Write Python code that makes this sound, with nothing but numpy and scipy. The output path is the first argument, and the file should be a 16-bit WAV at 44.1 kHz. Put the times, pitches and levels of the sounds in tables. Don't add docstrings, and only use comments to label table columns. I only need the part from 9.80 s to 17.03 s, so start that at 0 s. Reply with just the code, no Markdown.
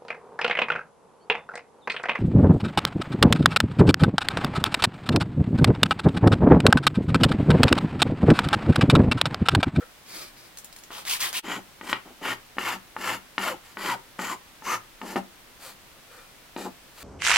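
import sys
import numpy as np
from scipy import signal
from scipy.fft import rfft, irfft
from scipy.io import wavfile

SR = 44100
rng = np.random.default_rng(int(sys.argv[2]) if len(sys.argv) > 2 else 0)


def log_audio(samples):
    frames = np.atleast_2d(samples).T
    limited = np.clip(frames, -1, 1)
    pcm = np.round(limited * 32767).astype(np.int16)
    wavfile.write(sys.argv[1], SR, pcm)


N = 318843
TIME = np.arange(N) / SR
FREQ = np.maximum(np.fft.rfftfreq(8192, 1 / SR), 1)

# start in seconds, speeding up in seconds, slowing down in seconds,
# speed at touch-down [0-1], ring of the piece in dB, thrum of the bench in dB, hiss of the teeth in dB.
STROKES = [(1.628, 0.087, 0.1, 0.41, -29.5, -32.5, -41.5), (2.015, 0.061, 0.0304, 0.51, -40, -38.5, -47),
           (2.088, 0.006, 0.06, 0.9, -31, -36, -38.5), (2.132, 0.0077, 0.064, 0.81, -32.5, -41.5, -55),
           (2.245, 0.033, 0.071, 0.6, -55, -41.5, -66), (2.405, 0.0852, 0.08, 0.29, -24.5, -31.5, -36),
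           (2.785, 0.12, 0.08, 0.75, -26, -36.5, -36.5), (3.17, 0.13, 0.098, 0.4, -26.5, -36, -35),
           (3.583, 0.0855, 0.0936, 0.72, -26.5, -33.5, -35), (3.825, 0.047, 0.11, 0.5, -51, -67, -54),
           (3.975, 0.13, 0.06, 0.48, -26, -32, -34.5), (4.383, 0.1, 0.09, 0.7, -30, -34, -37.5),
           (4.825, 0.093, 0.073, 0.22, -26, -36.5, -34), (5.22, 0.1, 0.053, 0.63, -39.5, -32, -43),
           (5.357, 0.008, 0.038, 0.9, -32.5, -22.5, -39.5), (6.768, 0.034, 0.11, 0.6, -40.5, -29.5, -42)]
# frequency in Hz before tuning, width in Hz, level in dB.
PIECE = [(115, 11.2, -3), (202, 13, -45), (362, 18, 0.5), (511, 91, -4.5), (983, 450, -0.5),
         (1283, 510, -2), (1389, 55, 3), (1813, 148, 2.5), (2160, 325, -1.5), (2590, 360, -17),
         (2870, 470, -1.5), (3630, 80, -7.5), (4750, 150, -13), (5250, 140, -30)]
# frequency in Hz, width in Hz, level in dB.
BENCH = [(192, 22, 8.5), (252.5, 43, 6), (291, 87, 0), (353, 105, 4), (657, 490, -4), (847, 160, 2.5),
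         (1300, 180, -7)]
# frequency in Hz, level in dB per Hz.
TEETH = [(2500, -28), (4000, 2), (4900, 4), (5600, -0.5), (6300, 0.5), (7400, 3.5), (8400, -4.5),
         (9900, -1), (11500, -2), (13000, 0), (16000, -11)]
# frequency in Hz, width in Hz, level in dB.
FILE_MODES = [(878, 61, 21.5), (1237, 75, 13.5), (1800, 22, 8)]
# start in seconds, tuning of the piece as a ratio,
# ring of the blade in Hz, its level in dB, frequency in Hz above which the fingers damp the piece.
GRIPS = [(0, 1.06, 7000, -7, 4800), (1.95, 1.06, 8600, -11, 6500), (2.35, 1.02, 4340, -22, 4720),
         (2.72, 0.98, 7540, -39, 5140), (3.1, 0.98, 7540, -27, 4800), (3.52, 1.01, 4990, -33, 4400),
         (3.92, 1.07, 4754, -9.5, 3400), (4.33, 1.058, 7240, -8, 2750), (4.78, 0.98, 6250, -4, 2930),
         (5.15, 0.99, 4740, -35, 3900), (6.7, 1.34, 7700, -16, 4800)]
FILE_BRAKE, TEAR_POWER, HISS_POWER = 2.5, 3.13, 2.5
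SKIM_DB, SKIM_POWER = -4.5, 2.02


def filing(piece_db=-1, bench_db=-1, hiss_db=-2, bite_db=-10, knock_db=-8, thud_db=-13,
           crack_db=-16, steel_db=-16, blade_width_hz=900, chatter_db=1.34):
    speed = hand_speed(STROKES, FILE_BRAKE)
    cut = undb(held(STROKES, axis=4)) * speed ** TEAR_POWER
    thrum = undb(held(STROKES, axis=5) + SKIM_DB * speed ** SKIM_POWER) * speed
    hiss = undb(held(STROKES, axis=6)) * speed ** HISS_POWER

    chatter = undb(chatter_db * walk(130))
    tear = chatter * grains(rate=6000, spread_db=4.0, patchy_db=0, patch_rate=400)
    fine_grains = grains(rate=12000, spread_db=5.5, patchy_db=0.5, patch_rate=840)
    fine = undb(hiss_db) * chatter * fine_grains * hiss
    rumble = grains(rate=3000, spread_db=3, patchy_db=3.0, patch_rate=60) * thrum
    bite = undb(bite_db) * tooth_pulses(speed)
    knocks = blows(axis=1)

    on_piece = undb(piece_db) * tear * cut + bite + undb(knock_db) * knocks
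    on_bench = undb(bench_db) * rumble + undb(thud_db) * blows(axis=2)
    out = ring(on_bench, body(BENCH, top_hz=1440))
    out += ring(fine + undb(crack_db) * knocks, colour(TEETH))
    out += undb(steel_db) * ring(blows(axis=4), body(FILE_MODES, top_hz=4030))

    edges = [max(int(row[0] * SR), 0) for row in GRIPS] + [N]
    for (_, tuning, blade_hz, blade_db, damped_hz), a, b in zip(GRIPS, edges, edges[1:]):
        piece = body([(hz * tuning, width, db) for hz, width, db in PIECE], top_hz=damped_hz)
        blade = undb(blade_db) * body([(blade_hz, blade_width_hz, 0)], top_hz=14000)
        piece_ring = signal.fftconvolve(on_piece[a:b], piece)
        blade_ring = signal.fftconvolve(fine[a:b], blade)
        stroke = (piece_ring + blade_ring)[:N - a]
        out[a:a + len(stroke)] += stroke
    return out


# start in seconds, length in seconds, level in dB,
# tooth rate at full speed in Hz, before jitter.
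BITES = [(3.635, 0.096, -27.5, 633), (4.08, 0.084, -29, 980), (4.49, 0.061, -35.5, 1118),
         (4.865, 0.1, -30, 1246)]


def tooth_pulses(speed, jitter=0.0598, scatter_db=2.1, swell_power=0.28, glide_power=0.5):
    tooth_hz = held(BITES, axis=3) * speed ** glide_power * (1 + jitter * walk(400))
    phase = np.cumsum(tooth_hz) / SR
    pulses = np.exp(1.05 * np.cos(2 * np.pi * phase))
    progress = np.clip((TIME - held(BITES, axis=0)) / held(BITES, axis=1), 0, 1)
    arch = (1 - (2 * progress - 1) ** 2) ** swell_power
    swell = arch * undb(held(BITES, axis=2))
    biting = pulses[swell > 0]
    even_pulses = (pulses - biting.mean()) / biting.std()
    return even_pulses * undb(scatter_db * walk(300)) * swell


# time in seconds, piece level in dB,
# bench level in dB, contact cut-off in Hz, ring of the steel in dB.
KNOCKS = [(1.104, -12, -15, 1387, -18), (1.643, -18, -24, 2475, -21), (2.011, -9.5, -9, 2290, -5.5),
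          (2.094, -11, -6, 3600, -19), (2.1286, 9.5, 2.5, 3350, 1), (2.768, -16, -7, 2260, -18),
          (2.783, 4.5, -0.5, 2400, -7), (3.164, -2.5, -13, 1570, -3.5), (3.58, 6, 2, 3500, 2),
          (3.97, -5.5, -9, 2240, -7), (4.391, -2, 0, 2160, 1.5), (4.821, -18, -20, 1499, -13),
          (5.215, -9, -8, 3377, -1), (5.358, -1.5, 8, 2580, 7), (6.763, -9.5, 3, 3370, -2.5)]


def blows(axis, spread_s=0.001575, bounce_db=-13, bounce_s=0.00349):
    out = np.zeros(N)
    gaps = rng.uniform(0.614, 1.614, len(KNOCKS))
    for row, gap in zip(KNOCKS, gaps):
        time_s, cutoff_hz = row[0], row[3]
        push = causal(1 / np.sqrt(1 + (FREQ / cutoff_hz) ** 5))
        delay = spread_s * np.minimum(FREQ / cutoff_hz, 1.5)
        turns = np.cumsum(delay * np.gradient(FREQ))
        push = irfft(rfft(push, 2 * len(push)) * np.exp(-2j * np.pi * turns))[:512]
        for s, db in ((time_s, row[axis]), (time_s + gap * bounce_s, row[axis] + bounce_db)):
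            start = max(int(s * SR), 0)
            out[start:start + len(push)] += undb(db) * push
    return out


# start in seconds, speeding up in seconds, slowing down in seconds,
# speed at first touch [0-1], board level in dB, grit hiss in dB, rasp at full speed in Hz.
RUBS = [(1.105, 0.075, 0.075, 0.8, -50, -41, 1080), (1.25, 0.07, 0.075, 0.3, -39, -25.5, 2773),
        (1.388, 0.037, 0.1, 0.25, -38.5, -24.5, 2150), (1.52, 0.052, 0.038, 0.2, -39, -26, 2850)]
# frequency in Hz, width in Hz, level in dB.
BOARD = [(340, 730, -11), (750, 63, -3), (1020, 250, 3), (1430, 310, -2.5), (1880, 430, -1), (2500, 790, 3),
         (3200, 600, 4), (3900, 1100, -16)]
# frequency in Hz, level in dB per Hz.
GRIT = [(1500, -18), (3500, 3.5), (5000, 1.5), (7000, -2), (9000, 1), (11500, -2), (16000, -6.5)]
RUB_BRAKE, RUB_POWER, GRIT_POWER = 1.7, 2, 2.08


def sanding(board_db=6.5, grit_db=-1, rasp_db=-5, rasp_width_hz=330):
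    speed = hand_speed(RUBS, RUB_BRAKE)
    pressure = undb(held(RUBS, axis=4)) * speed ** RUB_POWER
    coarse = grains(rate=8500, spread_db=3, patchy_db=2.0, patch_rate=590) * pressure
    hiss = undb(held(RUBS, axis=5)) * speed ** GRIT_POWER
    fine = grains(rate=22000, spread_db=1.5, patchy_db=3, patch_rate=380) * hiss

    lowpass = signal.butter(2, rasp_width_hz, fs=SR, output="sos")
    scatter = signal.sosfilt(lowpass, rng.standard_normal(N))
    tone = np.sin(2 * np.pi * np.cumsum(held(RUBS, axis=6) * speed) / SR)
    rasp = unit(scatter * tone) * pressure

    board_ring = undb(board_db) * ring(coarse, body(BOARD, top_hz=5500))
    return board_ring + undb(grit_db) * ring(fine, colour(GRIT)) + undb(rasp_db) * rasp


# start in seconds, level in dB, centre in Hz.
CRINKLES = [(0.773, -14.5, 6240), (0.786, -13, 7600), (0.845, -14.5, 10100), (0.927, -19.5, 4700),
            (0.963, -17, 4400), (0.987, -20, 5000), (1.037, -18, 3440), (1.252, -11, 2170),
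            (1.529, -6.5, 3320)]


def crinkling(width=3.1, level_db=0):
    out, t = np.zeros(N), TIME[:1024]
    for s, db, hz in CRINKLES:
        burst = rng.standard_normal(len(t)) * np.exp(-t / .0017)
        burst = burst / np.linalg.norm(burst)
        snap = signal.fftconvolve(burst, body([(hz, width * hz, 0)], top_hz=15200))
        start = int(s * SR)
        out[start:start + len(snap)] += undb(db + level_db) * snap
    return out


# start in seconds, speeding up in seconds, slowing down in seconds,
# speed at first touch [0-1], level in dB.
SCRAP_SLIDE = [(0.255, 0.12, 0.16, 0.38, -40.5), (0.555, 0.098, 0.05, 0.84, -53.5)]
# start in seconds,
# speeding up in seconds, slowing down in seconds, speed at first touch [0-1], level in dB, singing in dB.
BOARD_SLIDE = [(0.0, 0.0034, 0.066, 1, -56, -41.5), (5.785, 0.089, 0.083, 0.13, -40, -53),
               (6.27, 0.084, 0.19, 0.26, -54, -49.5), (7.13, 0.18, 0.05, 0.18, -39, -48.5)]
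# frequency in Hz, level in dB per Hz.
SCRAP_COLOUR = [(88, -32), (150, -6.5), (264, -8), (348, 0), (466, -7), (566, -4), (888, -9), (1210, -2.5),
                (1760, -7.5), (2400, -1), (2870, -9.5), (4760, -0.5), (6140, -7.5), (11900, -9),
                (16000, -16)]
# frequency in Hz, level in dB per Hz.
BOARD_COLOUR = [(200, -10.5), (420, -4.5), (510, 1.5), (600, 0.5), (1300, -0.5), (2150, -3), (2370, -1.5),
                (2600, -4.5), (4000, -3), (4400, 0.5), (5300, -9.5), (7500, -6), (16000, -8.5)]
SLIDE_BRAKE, SLIDE_POWER = 1.65, 1.87


def sliding(table, points, level_db):
    dust = grains(rate=13000, spread_db=5, patchy_db=1.6, patch_rate=160)
    drag = undb(held(table, axis=4)) * hand_speed(table, SLIDE_BRAKE) ** SLIDE_POWER
    return undb(level_db) * ring(dust * drag, colour(points))


# frequency in Hz, width in Hz, level in dB.
BOARD_RING = [(502, 70, 3), (1350, 220, -0.5), (1800, 260, -8), (2400, 36, 0.5), (3560, 120, -16)]


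def board_singing(level_db=0):
    catches = grains(rate=5000, spread_db=0, patchy_db=2.0, patch_rate=80)
    drag = undb(held(BOARD_SLIDE, axis=5)) * hand_speed(BOARD_SLIDE, SLIDE_BRAKE) ** SLIDE_POWER
    return undb(level_db) * ring(catches * drag, body(BOARD_RING, top_hz=5000))


TOUCH_S = 0.006


def hand_speed(table, brake):
    out = np.zeros(N)
    for start, rise, fall, entry, *_ in table:
        now = (TIME >= start) & (TIME < start + rise + fall)
        t = TIME[now] - start
        speeding = 1 - (1 - np.clip(entry, 0, 1)) * np.clip(1 - t / rise, 0, 1) ** 2
        braking = 1 - np.clip((t - rise) / fall, 0, 1) ** brake
        contact = np.minimum(t / TOUCH_S, 1)
        out[now] = np.maximum(out[now], speeding * braking * contact)
    return out


def held(table, axis):
    rows = np.array(table)
    return rows[np.searchsorted(rows[1:, 0], TIME), axis]


def grains(rate, spread_db, patchy_db, patch_rate):
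    struck = rng.random(N) < rate / SR
    sizes = undb(spread_db * rng.standard_normal(N))
    clicks = struck * rng.choice([-1, 1], N) * sizes
    return unit(clicks * undb(patchy_db * walk(patch_rate)))


def walk(rate):
    count = int(TIME[-1] * rate) + 2
    return unit(np.interp(TIME * rate, np.arange(count), rng.standard_normal(N)[:count]))


def body(modes, top_hz, skirt=1.525):
    power = 0
    for hz, width, db in modes:
        detuning = (FREQ / hz - hz / FREQ) * hz / width
        power = power + undb(db) ** 2 / (1 + detuning ** 2) ** skirt
    return causal(np.sqrt(power / (1 + (FREQ / top_hz) ** 4)))


def colour(points):
    hz, db = np.transpose(points)
    return causal(undb(np.interp(np.log(FREQ), np.log(hz), db)))


def causal(gain):
    cepstrum = irfft(np.log(gain + 1e-6))
    half = len(cepstrum) // 2
    folded = 2 * cepstrum[:half] * (np.arange(half) > 0)
    h = irfft(np.exp(rfft(folded, 2 * half)))[:half]
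    return h / np.linalg.norm(h)


def ring(x, response):
    return signal.oaconvolve(x, response)[:N]


def undb(db):
    return 10 ** (np.asarray(db) / 20)


def unit(x):
    return x / np.sqrt(np.mean(x ** 2))


def shop(x, lag_ms, left_db, wet_db, treble_wet_db, alternate_hz=5):
    turn = 2 * np.pi * alternate_hz * TIME
    size = 2 ** 19
    freq = np.fft.rfftfreq(size, 1 / SR)
    out = []
    for side in (1, -1):
        shift = np.exp(-1j * np.pi * freq * side * lag_ms / 1000)
        direct = irfft(rfft(x, size) * shift)[:N]
        echoes = 0
        for share in (np.cos(turn), np.sin(turn)):
            echoes = echoes + ring(x * share, room_tail(wet_db, treble_wet_db))
        out.append(undb(side * left_db / 2) * (direct + echoes))
    return np.array(out)


def room_tail(wet_db, treble_wet_db, t60_low=0.25, t60_high=0.11):
    t = TIME[:SR // 3]
    onset = np.clip(t / 0.00089 - 1, 0, 1)
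    noise = rng.standard_normal(len(t)) * onset
    low = signal.sosfiltfilt(signal.butter(2, 4000, fs=SR, output="sos"), noise)
    tail = 0
    for band, t60, db in ((low, t60_low, wet_db), (noise - low, t60_high, treble_wet_db)):
        decay = np.exp(-np.log(1000) * t / t60)
        tail = tail + undb(db) * band * decay / np.linalg.norm(decay)
    return tail


# frequency in Hz, level in dB per Hz.
AIR = [(12, -31), (20, -0.5), (40, -10), (60, -11.5), (241, -12), (367, -13.5), (434, -15), (527, -14),
       (1810, -16), (3340, -18.5), (3840, -20), (6720, -25), (14700, -27), (16000, -29)]
AIR_DB = -51


def air(side_low_db=-5, side_high_db=0):
    log_freq = np.log(np.fft.rfftfreq(N, 1 / SR) + 1)
    width = undb(np.interp(log_freq, np.log([500, 6000]), [side_low_db, side_high_db]))
    mid, side = (unit(ring(rng.standard_normal(N), colour(AIR))) for _ in range(2))
    side = irfft(rfft(side) * width, N)
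    return np.array([mid + side, mid - side]) * undb(AIR_DB)


def scene():
    paper_work = sanding() + crinkling() + sliding(SCRAP_SLIDE, SCRAP_COLOUR, level_db=2)
    file_work = filing() + sliding(BOARD_SLIDE, BOARD_COLOUR, level_db=0) + board_singing()
    paper_heard = shop(paper_work, lag_ms=0.051, left_db=1.0, wet_db=-2, treble_wet_db=0.5)
    file_heard = shop(file_work, lag_ms=0.018, left_db=2.0, wet_db=-8.5, treble_wet_db=-3.0)
    return paper_heard + file_heard + air()


DIP_S, DIP_HALF_S, DIP_DB = 1.619, 0.025, -23
OUTPUT_DB, TOP_HZ = -2, 16000


def record(dry):
    dip = np.maximum(1 - np.abs(TIME - DIP_S) / DIP_HALF_S, 0)
    gain = undb(OUTPUT_DB + DIP_DB * dip)
    top_cut = signal.ellip(10, .2, 70, TOP_HZ, fs=SR, output="sos")
    return signal.sosfilt(top_cut, dry * gain)


dry = scene()
out = record(dry)
log_audio(out)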